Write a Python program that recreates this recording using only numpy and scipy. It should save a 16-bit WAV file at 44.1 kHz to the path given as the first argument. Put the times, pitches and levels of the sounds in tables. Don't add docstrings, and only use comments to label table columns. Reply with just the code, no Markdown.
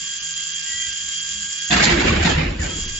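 import sys
import numpy as np
from scipy import signal
from scipy.fft import rfft, irfft, next_fast_len
from scipy.io import wavfile
from scipy.ndimage import uniform_filter1d, map_coordinates

SR = 44100
rng = np.random.default_rng(int(sys.argv[2]) if len(sys.argv) > 2 else 0)


def magnitude_from_level(level_db):
    exponent = np.asarray(level_db, float) / 20
    return 10 ** exponent


def generate_wav(signal):
    frames = np.transpose(np.atleast_2d(signal))
    scaled = np.clip(frames, -1, 1) * 32767
    pcm = np.round(scaled).astype(np.int16)
    wavfile.write(sys.argv[1], SR, pcm)


N = 131859
TIME = np.arange(N) / SR
HALVES = np.array([[.5], [-.5]])
RESTART_S = 2.59


def unit(x):
    return x / np.sqrt(np.mean(x ** 2) + 1e-20)


def along(points, hz):
    f, v = np.transpose(points)
    return np.interp(np.log(hz + 1), np.log(f + 1), v)


def curves(rows):
    s, *cols = np.transpose(rows)
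    return [np.interp(TIME, s, c) for c in cols]


def wobble(rate):
    return map_coordinates(rng.standard_normal(N // 8), [np.arange(N) * rate / SR])


def filtered(x, response):
    m = next_fast_len(N + SR // 2)
    return irfft(rfft(x, m) * response(np.fft.rfftfreq(m, 1 / SR)), m)[..., :N]


def ports(pair, alike, lean):
    def mixing(hz):
        angle = np.arccos(np.clip(along(alike, hz), -1, 1)) / 2
        return np.array([np.cos(angle), np.sin(angle)])

    mid, side = filtered(pair, mixing)
    return filtered(np.array([mid + side, mid - side]), lambda hz: magnitude_from_level(HALVES * along(lean, hz)))


def patchy(patch_db, size=5):
    z = signal.stft(rng.standard_normal((2, N + 512)), nperseg=512)[2]
    field = uniform_filter1d(rng.standard_normal(z.shape[1:]), size=size, axis=0)
    field = uniform_filter1d(field, size=6, axis=1)
    return signal.istft(z * magnitude_from_level(patch_db * unit(field)), nperseg=512)[1][:, :N]


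def swells(rows):
    total = 0
    for s, length_s, hz, db in rows:
        envelope = np.sin(np.pi * np.clip((TIME - s) / length_s, 0, 1) ** 0.47)
        tone = np.sin(2 * np.pi * hz * TIME + .7 * wobble(30))
        total = total + np.sqrt(2) * magnitude_from_level(db) * envelope * tone
    return total


# frequency in Hz, left-right likeness from -1 to 1.
MOTOR_ALIKE = [(30, .999), (94, .998), (150, .98), (230, .87), (360, .24), (560, -.33), (880, -.11),
               (1380, .4), (2020, .1), (4090, .15), (8270, .4)]
# frequency in Hz, left minus right in dB.
MOTOR_LEAN = [(400, 0), (930, .5), (1600, -4), (2770, -2.5), (8270, -1.5)]
SHAFT_MULTIPLES = [1, 7, 7.5, 9, 10, 11, 14, 15, 17, 18, 19, 19.45, 19.72, 20, 20.28, 20.56, 21, 22, 40,
                   42.76, 43.85, 44.74]
# level in dB, left lead in radians.
ORDER_LEVELS = [(-60.5, -0.5), (-67, 0.5), (-66.5, 1), (-62, 0), (-44.5, 1), (-56.5, 1.5), (-62.5, -1),
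                (-52.5, -2), (-52, -1.3), (-54, -1.5), (-52, -2.1), (-50.5, -1.1), (-51, -1.1),
                (-38.5, -1.1), (-44.5, -1.1), (-52, -1.1), (-55, 1), (-58, 1), (-44, 1.6), (-48.5, 1),
                (-49.5, -1), (-48.5, -1)]


def whine(shaft_hz, turn):
    slow_gear_hz, gear_depth = 46, .05
    unloaded_db = -4
    gear = 1 + gear_depth * np.cos(turn * slow_gear_hz / shaft_hz[0] + 0.27 * wobble(14))
    tones = 0
    for k, (db, lead) in zip(SHAFT_MULTIPLES, ORDER_LEVELS):
        sway_db = 4 if k > 39 else 3
        level_db = db + unloaded_db * (k == 10) * (TIME > RESTART_S) + sway_db * wobble(16)
        level_db = level_db + HALVES * along(MOTOR_LEAN, k * shaft_hz[0])
        phase = k * turn + rng.uniform(0, 2 * np.pi) + HALVES * lead
        tones = tones + np.sqrt(2) * magnitude_from_level(level_db) * np.sin(phase)
    fade_db = -.45 * np.clip(shaft_hz[0] - shaft_hz, 0, None)
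    return gear * tones * magnitude_from_level(fade_db)


# centre in Hz, width in Hz, level in dB.
HOUSING_MODES = [(1177, 160, -17), (1647, 164, -13.5), (2054, 320, -15.5), (2470, 110, -20),
                 (2850, 386, -12), (3185, 430, -11.5), (3757, 310, -15), (4246, 420, -15.5),
                 (4830, 450, -8.5), (5740, 1300, -13), (6450, 960, -11.5), (6936, 290, -1), (7130, 200, -2),
                 (7418, 190, -3)]


def brushes(turn):
    gate = (1 + .15 * np.cos(turn)) * magnitude_from_level(1.6 * wobble(220) + 0.37 * wobble(15))

    def housing(hz):
        power = sum(magnitude_from_level(2 * db) / (1 + (2 * (hz - centre) / width) ** 4)
                    for centre, width, db in HOUSING_MODES)
        return np.sqrt(power) / (1 + (1296 / (hz + 1)) ** 12)

    noise = unit(filtered(gate * patchy(patch_db=1), housing))
    return magnitude_from_level(-31) * ports(noise, MOTOR_ALIKE, MOTOR_LEAN)


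# time in seconds, level in dB.
MOTOR_LEVEL = [(0, 3), (.3, 2.5), (.68, 3.5), (1.15, 3.5), (1.52, 2.5), (1.7, 4), (1.73, -4), (2.3, -8),
               (2.36, -15), (2.585, -18), (2.612, 1.5), (2.655, 0.5), (2.69, -0.5), (2.74, 1.5),
               (2.99, 2.5)]
# time in seconds, shaft rate in Hz.
SHAFT_SPEED = [(0, 161.8), (.12, 161.5), (.45, 161.4), (.7, 161.1), (.8, 160.7), (.87, 160), (.95, 160.9),
               (1.26, 161.4), (1.42, 162), (1.57, 162.9), (1.7, 163.3), (2.3, 163.3), (2.585, 90),
               (2.63, 120), (2.65, 149), (2.686, 159.4), (2.732, 163), (2.99, 162.6)]
# time in seconds, half length in seconds.
HISS_DROPOUTS = [(.198, .009), (.215, .009), (.345, .006), (.395, .003), (.537, .007), (.622, .006),
                 (.92, .006), (1.201, .007), (1.604, .008), (1.668, .007), (2.868, .014)]


def motor():
    (shaft_hz,), (level_db,) = curves(SHAFT_SPEED), curves(MOTOR_LEVEL)
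    turn = 2 * np.pi * np.cumsum(shaft_hz + .15 * wobble(39.75)) / SR
    both = whine(shaft_hz, turn) + brushes(turn)
    top = filtered(both, lambda hz: 1 / (1 + (6900 / (hz + 100)) ** 90))
    falter_db = -24 * sum(np.exp(-((TIME - s) / half_s) ** 2) for s, half_s in HISS_DROPOUTS)
    return magnitude_from_level(level_db) * (both - top + top * magnitude_from_level(falter_db))


def shaken(blow_s, levels_db, tone, rise_s, first_s, long_s, long_db, grit_db, patch_db):
    t = np.arange(SR + SR // 2) / SR
    strikes = np.zeros(N)
    strikes[np.round(blow_s * SR).astype(int)] = magnitude_from_level(2 * levels_db)
    decay = magnitude_from_level(-120 * t / first_s) + magnitude_from_level(2 * long_db - 120 * t / long_s)
    burst = decay * (1 - np.exp(-t / rise_s)) ** 2
    power = np.abs(signal.fftconvolve(strikes, burst / burst.max())[:N])
    contacts = patchy(patch_db, size=2) * magnitude_from_level(grit_db * np.array([wobble(400), wobble(400)]))

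    def colour(hz):
        return magnitude_from_level(along([(0, -120)] + tone + [(SR / 2, -120)], hz))

    return filtered(contacts * np.sqrt(power), colour) / np.std(filtered(contacts, colour))


# time in seconds, then clatter, crackle, drum and boom levels in dB.
BOTTLE_BLOWS = [(1.703, -19, -22, -27, -33), (1.72, -16, -19.5, -23.5, -40.5),
                (1.76, -17.5, -23.5, -20.5, -39), (1.792, -16.5, -25.5, -20.5, -44.5),
                (1.824, -18, -15, -24.5, -29), (1.861, -19.5, -45.5, -20.5, -46),
                (1.894, -17, -25, -24.5, -33), (1.921, -34.5, -37.5, -31.5, -23),
                (1.963, -23.5, -39, -20, -44.5), (1.993, -20, -28, -38.5, -26.5),
                (2.04, -20, -32, -18.5, -26.5), (2.07, -19, -25.5, -32, -21), (2.118, -22.5, -39, -21, -27),
                (2.155, -23, -52, -28.5, -36), (2.196, -23, -51, -28.5, -18),
                (2.222, -21, -26.5, -36.5, -47), (2.247, -16.5, -23.5, -19.5, -43.5),
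                (2.288, -23, -25.5, -24, -28.5), (2.374, -23, -56.5, -23, -30.5),
                (2.41, -27, -59.5, -29.5, -32), (2.489, -52, -54, -39.5, -49.5),
                (2.583, -34.5, -66, -33, -30), (2.62, -30, -53.5, -27.5, -41.5),
                (2.647, -29, -50, -31.5, -33.5)]
# rise in seconds, first shake t60 in seconds, long shake t60 in seconds,
# long shake in dB, grit in dB, mode patches in dB.
CLATTER_DECAY = (.006, .22, .9, -8, 1.3, 3.5)
CRACKLE_DECAY = (.014, .15, .45, -13, 2, 1.5)
DRUM_DECAY = (.006, .35, 1.2, -8, 1, 3)
BOOM_DECAY = (.01, .35, 2.2, -8, 1, 1.5)
# frequency in Hz, level in dB per Hz.
CLATTER_SPECTRUM = [(400, -41.5), (600, -3.5), (900, -4), (1300, -6.5), (1800, -1.5), (2700, -4),
                    (3600, -10.5), (5500, -18)]
CRACKLE_SPECTRUM = [(2500, -17.5), (3500, 1.5), (4800, -1.5), (5700, -7.5), (6600, -2.5), (7200, 2),
                    (7600, -4.5)]
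DRUM_SPECTRUM = [(90, -29.5), (130, -8), (170, -5), (260, -10), (340, -8), (420, -16), (500, -13.5),
                 (700, -29.5)]
BOOM_SPECTRUM = [(20, -45), (32, -14), (43, 0), (55, -3), (70, -2), (100, -6), (140, -30)]
# frequency in Hz, left-right likeness from -1 to 1.
BIN_ALIKE = [(40, .9995), (80, .992), (150, .99), (230, .9), (360, .42), (560, -.35), (880, -.35),
             (1380, .14), (2020, 0), (4090, .1), (8270, .3)]
# frequency in Hz, left minus right in dB.
BIN_LEAN = [(400, 0), (600, -3), (4780, -2.5), (8270, -1)]


def bottle():
    blow_s, clatter, crackle, drum, boom = np.transpose(BOTTLE_BLOWS)
    pair = shaken(blow_s, clatter, CLATTER_SPECTRUM, *CLATTER_DECAY)
    pair = pair + shaken(blow_s, crackle, CRACKLE_SPECTRUM, *CRACKLE_DECAY)
    pair = pair + shaken(blow_s, drum, DRUM_SPECTRUM, *DRUM_DECAY)
    pair = pair + shaken(blow_s, boom, BOOM_SPECTRUM, *BOOM_DECAY)
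    return ports(pair, BIN_ALIKE, BIN_LEAN)


# time in seconds, peak in dB, mode in Hz, t60 in seconds.
CONTACTS = [(1.712, -6.5, 3550, 0.04), (1.7234, -5, 2750, 0.038), (1.7414, -7.5, 2770, 0.04),
            (1.7964, -9.5, 1560, 0.044), (1.8364, -11, 1740, 0.056), (1.8614, -8, 1740, 0.04),
            (1.8924, -8, 2010, 0.04), (1.9224, -13, 1840, 0.044), (2.0344, -12, 1500, 0.04),
            (2.0564, -14, 1540, 0.038), (2.0654, -11, 1950, 0.043), (2.0847, -9.5, 2380, 0.05),
            (2.1054, -11, 1120, 0.05), (2.2548, -8, 2200, 0.04), (2.4189, -11, 2080, 0.046),
            (2.4984, -21, 1610, 0.035), (2.595, -25, 1975, 0.04), (2.6034, -26, 1880, 0.04),
            (2.613, -22, 1770, 0.04), (2.6214, -27, 1710, 0.029), (2.6489, -19, 1577, 0.034)]


def knocks():
    out = np.zeros((2, N + SR))
    t = np.arange(SR // 8) / SR
    for s, db, hz, t60 in CONTACTS:
        waver = np.cumsum(rng.standard_normal((2, len(t))), axis=1) * .04
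        ring = magnitude_from_level(-60 * t / t60) * (1 - np.exp(-t / .001)) * np.sin(2 * np.pi * hz * t + waver)
        click = magnitude_from_level(-6 - 60 * t / .006) * rng.standard_normal((2, len(t)))
        start = round(s * SR)
        out[:, start:start + len(t)] += magnitude_from_level(db - 6) * (ring + click)
    low_cut = filtered(out[:, :N], lambda hz: 1 / (1 + (500 / (hz + 1)) ** 4))
    return low_cut * magnitude_from_level([[-1.3], [1.3]])


# start in seconds, length in seconds, frequency in Hz, level in dB.
PANEL_RINGS = [(1.7, 0.15, 196.1, -28.5), (1.7, 0.16, 719, -30.5), (1.903, 0.16, 345, -22.5),
               (2.24, 0.053, 343, -30), (2.36, 0.11, 155, -21), (2.78, 0.37, 20, -34),
               (2.625, 0.063, 2210, -41), (2.1, 0.061, 2740, -43), (2.65, .04, 1600, -39),
               (2.7, 0.067, 1300, -43), (2.3, .09, 45, -26.5), (1.715, 0.18, 59, -30),
               (1.82, 0.032, 950, -36), (1.76, 0.052, 2500, -28)]


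def panels():
    return swells(PANEL_RINGS)


# time in seconds, pitch in Hz, level in dB.
COIL_SQUEAK = [
    (.65, 1910, -54),
    (.69, 1930, -41),
    (.745, 1930, -35),
    (.77, 1955, -35),
    (.81, 1965, -39),
    (.84, 1950, -38),
    (.875, 1975, -39),
    (.89, 1975, -50),
    (.94, 1960, -50),
]
STICK_S = [
    .788,
    .826,
    .855,
    .896,
]
STICK_DB = [
    8,
    22,
    10,
    15,
]
# start in seconds, length in seconds, frequency in Hz, level in dB.
FRAME_GROANS = [
    (.86, 0.081, 75, -53),
    (1.0, 0.18, 75.4, -52.5),
    (1.3, 0.23, 64.7, -50),
    (1.33, 0.21, 196.2, -48),
]


def coil():
    hz, db = curves(COIL_SQUEAK)
    on = uniform_filter1d(1. * (TIME > COIL_SQUEAK[0][0]) * (TIME < COIL_SQUEAK[-1][0]), size=600)
    gap_db = sum(deep * np.exp(-((TIME - s) / .005) ** 2) for s, deep in zip(STICK_S, STICK_DB))
    level = on * magnitude_from_level(-gap_db) * np.sqrt(2) * magnitude_from_level(db + 1.5 * wobble(60))
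    squeak = level * np.sin(2 * np.pi * np.cumsum(hz + 5 * wobble(50)) / SR)
    return squeak * magnitude_from_level([[-1.5], [1.5]]) + swells(FRAME_GROANS)


def slip():
    start_hz, end_hz, length_s = 2000, 1580, .075
    u = np.clip((TIME - RESTART_S) / length_s, 0, 1)
    phase = 2 * np.pi * np.cumsum(end_hz + (start_hz - end_hz) * (1 - u) ** 2) / SR

    def rough():
        return (1 + .5 * wobble(130)) * np.sin(phase) + .5 * wobble(110) * np.cos(phase)

    return magnitude_from_level(-33) * np.sin(np.pi * np.sqrt(u)) * np.array([rough(), rough()])


# frequency in Hz, level in dB per Hz.
RUMBLE_SPECTRUM = [(15, -42), (25, -13), (70, -9.5), (128, -16), (199, -16.5), (603, -31.5), (663, -23),
                   (1050, -30), (1100, -20.5), (1430, -39.5), (2420, -120)]


def floor():
    pair = unit(filtered(patchy(patch_db=4.0, size=3), lambda hz: magnitude_from_level(along(RUMBLE_SPECTRUM, hz))))
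    return magnitude_from_level(-54 + 0.83 * wobble(5.3)) * ports(pair, MOTOR_ALIKE, MOTOR_LEAN)


def scene():
    return motor() + bottle() + knocks() + panels() + coil() + slip() + floor()


def top_cut(x):
    return signal.sosfilt(signal.butter(12, 8870, fs=SR, output="sos"), x)


def record(dry):
    soft = dry / (1 + np.abs(dry / .95) ** 4) ** (1 / 4)
    mix = filtered(soft, lambda hz: 1 / (1 + (hz / 7530) ** 300))
    return top_cut(mix)


dry = scene()
out = record(dry)
generate_wav(out)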